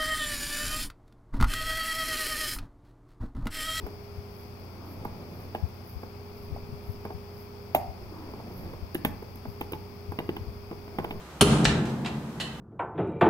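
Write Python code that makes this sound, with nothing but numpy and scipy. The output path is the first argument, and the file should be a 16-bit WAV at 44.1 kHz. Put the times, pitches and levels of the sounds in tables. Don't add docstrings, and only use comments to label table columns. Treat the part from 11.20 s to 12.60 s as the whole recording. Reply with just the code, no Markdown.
import sys
import numpy as np
from scipy import signal
from scipy.io import wavfile
from scipy.ndimage import uniform_filter1d, minimum_filter1d

SR = 44100
rng = np.random.default_rng(int(sys.argv[2]) if len(sys.argv) > 2 else 0)


def log_audio(samples):
    frames = np.atleast_2d(samples).T
    limited = np.clip(frames, -1, 1)
    pcm = np.round(limited * 32767).astype(np.int16)
    wavfile.write(sys.argv[1], SR, pcm)


N = 61739
T = np.arange(N) / SR
BAND_EDGES_HZ = np.geomspace(32, 16500, 28)

# freq_hz, t60_s
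ROOM_DECAY = [(200, 0.8), (1000, 0.92), (3000, 0.51), (6000, 0.43), (10000, 0.49), (15000, 0.092)]
# freq_hz, correlation
STEREO_CORRELATION = [(60, 0.96), (250, .97), (500, 0.83), (1000, 0.77), (2000, 0.067), (12000, 0.034)]
# freq_hz, left_minus_right_db
CLACK_BALANCE = [(300, 0), (1000, 2.5), (2200, -4.5), (4000, 0), (8000, 0), (13000, 2)]

# freq_hz, density_db
DRAUGHT_SPECTRUM = [(24, -35), (40, -18), (69, -0.5), (96, -16.5), (166, -9), (449, -12.5), (535, -15.5),
                    (704, -15), (1310, -15), (1410, -19), (1600, -20), (2510, -25), (3560, -27),
                    (15500, -40)]
# centre_hz, width_hz, lift_db
FLUE_PEAKS = [(64, 4.8, 4.5), (157, 33, 6.5)]
# start_s, level_db
CRACKLE_HITS = [(0.103, -54), (0.653, -41), (0.694, -47)]
# freq_hz, density_db
CRACKLE_SPECTRUM = [(1000, 10.5), (4000, 9.5), (9000, -2.5), (15500, -12)]

# start_s, level_db
HANDLE_RATTLE = [(1.2000, -27.5), (1.207, -37.5)]
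# freq_hz, density_db
HANDLE_SPECTRUM = [(400, -18), (750, 1.5), (1200, -9.5), (1800, 2), (2400, -13), (3000, 0.5), (3600, -0.5),
                   (4300, -5), (5400, -13.5), (8000, -10.5), (11500, -20.5), (15500, -38)]
# centre_hz, width_hz, lift_db
HANDLE_PEAKS = [(3030, 230, 10.5), (4230, 300, 8.5)]
# pitch_hz, level_db, t60_s
HANDLE_RING = [(2610, -23, 0.65), (2870, -15.5, 0.26), (3010, -13, 0.28), (3110, -12, 0.19),
               (4194, -13, .2)]

# start_s, level_db, tilt_db_per_octave
SCRAPE_SLIPS = [(.847, -34, -1), (.859, -30, .5), (.873, -34.5, -6.5)]
# freq_hz, density_db
SCRAPE_SPECTRUM = [(300, -6), (550, -12), (720, 12.5), (1000, 3), (1900, 3), (2650, 3.5), (3700, 3.5),
                   (4500, -2), (5700, -13), (7500, -8), (11000, -36), (15500, -49)]
# centre_hz, width_hz, lift_db
SCRAPE_PEAKS = [(688, 41, 7), (2660, 170, 5.5)]

# start_s, level_db, tilt_db_per_octave
LATCH_SNAPS = [(.4445, -24.5, 5.5), (.4516, -9, -4.5)]
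# freq_hz, density_db
LATCH_SPECTRUM = [(300, -9.5), (600, -9), (850, 1), (1200, -1.5), (1700, 0.5), (2050, 1), (2600, 7),
                  (4100, 5), (5200, 1.5), (7800, 3), (11000, -20), (15500, -42.5)]
# centre_hz, width_hz, lift_db
LATCH_PEAKS = [(850, 180, 4), (1660, 210, 10.5), (2450, 390, 6.5), (3550, 220, 6.5), (4180, 380, 6.5)]

# start_s, level_db
BOX_BLOWS = [(.210, -19), (.453, -36), (.886, -44), (1.201, -43.5)]
# pitch_hz, level_db, t60_s
BOX_RING = [(52.7, -9.5, 1), (67.3, -17, 0.32), (91.8, -8.5, 1.64), (135, -3, 2.2), (143, -9, 2.97),
            (161.2, -1.5, 1.13), (212.44, -6, 2.63), (221.8, -3, 2.23), (272, -12.5, 1.55),
            (304.2, -3.5, 1.2), (350, -11.5, 1.66), (402.3, -10, 1.8), (488.3, -13.5, 1),
            (863, -19.5, 3.06)]
# freq_hz, density_db
BOOM_SPECTRUM = [(33, -33), (52, -36), (100, -2.5), (150, 2.5), (260, -0.5), (420, -7), (600, -11),
                 (1000, -13), (1500, -17.5), (3000, -44)]
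# freq_hz, t60_s
BOOM_DECAY = [(50, 2.7), (170, 2.93), (700, 2.3), (3000, 0.78)]
# start_s, level_db
AIR_PUSHES = [(.208, -22.5), (.462, -29)]
# pitch_hz, level_db, t60_s
AIR_RING = [(50, -3, 0.48), (63.7, 3.5, 0.26), (82.4, 0.5, 0.29)]
# start_s, level_db
PANEL_HITS = [(.2205, -4.5)]
# pitch_hz, level_db, t60_s
PANEL_RING = [(250.6, -6, 0.097), (408.3, 2, 0.13), (430.5, -22, 0.56), (611, -20, 0.28), (660, -5, 0.033)]

# start_s, level_db
DOOR_CONTACTS = [(0.2097, -6), (0.212, -12.5), (0.2215, -10.5)]
# freq_hz, density_db
DOOR_SPECTRUM = [(200, 8), (700, 4), (1350, 2), (1900, -10), (2400, -2), (3100, -1.5), (3700, -2),
                 (4350, -4), (5000, -11), (7600, -8.5), (9700, -5), (11200, -13), (15500, -31)]
# centre_hz, width_hz, lift_db
DOOR_PEAKS = [(1290, 180, 6.5), (2880, 116, 4), (3040, 190, 6.5), (3155, 90, 7.5), (4330, 120, 11),
              (5150, 84, 4.5), (6140, 310, 7.5), (9000, 210, 6.5), (9960, 270, 6.5)]
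# pitch_hz, level_db, t60_s
FRAME_RING = [(1223, -23.5, 0.37), (1367, -12, 0.16), (1373, -28, 0.13), (2684, -22, 0.064),
              (3045, -12, 0.04), (3026, -13, 0.059)]
# freq_hz, density_db
SHIMMER_SPECTRUM = [(500, 5.5), (1300, -3), (2000, -1), (3100, 1.5), (5000, -7), (7500, -6.5), (9500, -16),
                    (11500, -30), (15500, -37)]


def from_db(db):
    return 10 ** (np.asarray(db) / 20)


def at_hz(table, hz):
    freqs_hz, values = np.transpose(table)
    return np.interp(np.log(hz), np.log(freqs_hz), values)


def rise(tau_s):
    return 1 - np.exp(-T / tau_s)


def decay(t60_s):
    return np.exp(-np.log(1000) * T / t60_s)


def noise_bands(min_correlation=0):
    white = rng.standard_normal((2, 2, N + SR // 4))
    for k, (low_hz, high_hz) in enumerate(zip(BAND_EDGES_HZ, BAND_EDGES_HZ[1:])):
        bandpass = signal.butter(2, [low_hz, high_hz], "band", fs=SR, output="sos")
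        mid, side = signal.sosfilt(bandpass, white[k % 2])[:, -N:]
        hz = np.sqrt(low_hz * high_hz)
        correlation = max(at_hz(STEREO_CORRELATION, hz), min_correlation)
        mid = mid * np.sqrt((1 + correlation) / 2)
        side = side * np.sqrt((1 - correlation) / 2)
        yield hz, np.array([mid + side, mid - side])


def dense_ring(spectrum, t60_s_at):
    bands = [(hz, from_db(at_hz(spectrum, hz)) * band) for hz, band in noise_bands()]
    start_rms = np.std(sum(band for _, band in bands))
    return sum(band * decay(t60_s_at(hz)) for hz, band in bands) / start_rms


def modes(table):
    ring = sum(from_db(db) * np.sin(2 * np.pi * hz * T) * decay(t60_s) for hz, db, t60_s in table)
    return np.array([ring, ring])


def strike(hits, ring):
    return sum(from_db(level_db) * np.pad(ring, ((0, 0), (int(start_s * SR), 0)))[:, :N]
               for start_s, level_db in hits)


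def clacks(hits, spectrum, t60_s, attack_s=0.00062):
    hz, bands = map(np.array, zip(*noise_bands(min_correlation=0.73)))
    pan_db = at_hz(CLACK_BALANCE, hz) * np.array([[0.5], [-0.5]])
    bursts = 0
    for start_s, level_db, *tilt in hits:
        tilt_db = tilt[0] * np.log2(hz) if tilt else 0
        band_gains = from_db(at_hz(spectrum, hz) + tilt_db + pan_db)
        noise = np.einsum("cb,bcn->cn", band_gains, bands)
        envelope = strike([(start_s, level_db)], (rise(attack_s) * decay(t60_s))[None])
        bursts = bursts + noise / noise.std() * envelope
    return bursts


def resonate(x, peaks):
    lifted = x
    for hz, width_hz, lift_db in peaks:
        band = signal.lfilter(*signal.iirpeak(hz, hz / width_hz, fs=SR), x + 1e-18)
        lifted = lifted + (from_db(lift_db) - 1) * band
    return lifted * x.std() / lifted.std()


def room_echo(x):
    tail = dense_ring([(1, 0)], lambda hz: at_hz(ROOM_DECAY, hz)) * rise(tau_s=0.0041)
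    tail /= np.sqrt(np.sum(tail ** 2) / 2)
    return signal.fftconvolve(x, tail, axes=1)[:, :N]


def draught():
    noise = sum(from_db(at_hz(DRAUGHT_SPECTRUM, hz)) * band for hz, band in noise_bands())
    rush = resonate(noise, FLUE_PEAKS)
    return from_db(-44) * rush / rush.std()


def crackles():
    return clacks(CRACKLE_HITS, CRACKLE_SPECTRUM, t60_s=0.11)


def handle():
    clink = resonate(clacks(HANDLE_RATTLE, HANDLE_SPECTRUM, t60_s=0.1), HANDLE_PEAKS)
    return clink + strike(HANDLE_RATTLE[:1], modes(HANDLE_RING))


def scrape():
    slips = clacks(SCRAPE_SLIPS, SCRAPE_SPECTRUM, t60_s=0.092, attack_s=0.00067)
    return resonate(slips, SCRAPE_PEAKS)


def latch():
    return resonate(clacks(LATCH_SNAPS, LATCH_SPECTRUM, t60_s=0.036), LATCH_PEAKS)


def firebox(swell_s=0.0042):
    boom = from_db(-2.5) * dense_ring(BOOM_SPECTRUM, lambda hz: at_hz(BOOM_DECAY, hz))
    ring = strike(BOX_BLOWS, (modes(BOX_RING) + boom) * rise(swell_s))
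    thump = strike(AIR_PUSHES, modes(AIR_RING) * rise(swell_s))
    clunk = strike(PANEL_HITS, modes(PANEL_RING) * rise(tau_s=0.0024))
    return ring + thump + clunk


def door():
    clack = resonate(clacks(DOOR_CONTACTS, DOOR_SPECTRUM, t60_s=0.061), DOOR_PEAKS)
    shimmer = from_db(-18.5) * dense_ring(SHIMMER_SPECTRUM, t60_s_at=lambda hz: 0.77)
    return clack + strike(DOOR_CONTACTS[:1], modes(FRAME_RING) + shimmer)


def limiter(x, ceiling_rms_db=-11, recovery_db_per_s=86, look_ahead_s=0.003):
    window = int(2 * look_ahead_s * SR)
    power = np.maximum(uniform_filter1d(np.mean(x ** 2, axis=0), window), 1e-12)
    over_db = np.maximum(10 * np.log10(power) - ceiling_rms_db, 0)
    recovery_db = recovery_db_per_s * T
    cut_db = np.maximum.accumulate(over_db + recovery_db) - recovery_db
    gain_db = uniform_filter1d(minimum_filter1d(-cut_db, window), window)
    return x * from_db(gain_db)


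def scene():
    sources = [(door(), -11), (latch(), -3.5), (scrape(), -6.5), (handle(), -3.5), (crackles(), 0)]
    direct = sum(sound for sound, _ in sources)
    echo = room_echo(sum(from_db(send_db) * sound for sound, send_db in sources))
    return direct + echo + firebox() + draught()


def record(dry, low_cut_hz=38, stopband_hz=16600):
    highpass = signal.butter(4, low_cut_hz, "high", fs=SR, output="sos")
    lowpass = signal.cheby2(14, 70, stopband_hz, fs=SR, output="sos")
    return signal.sosfilt(lowpass, limiter(signal.sosfilt(highpass, dry)))


dry = scene()
out = record(dry)
log_audio(out)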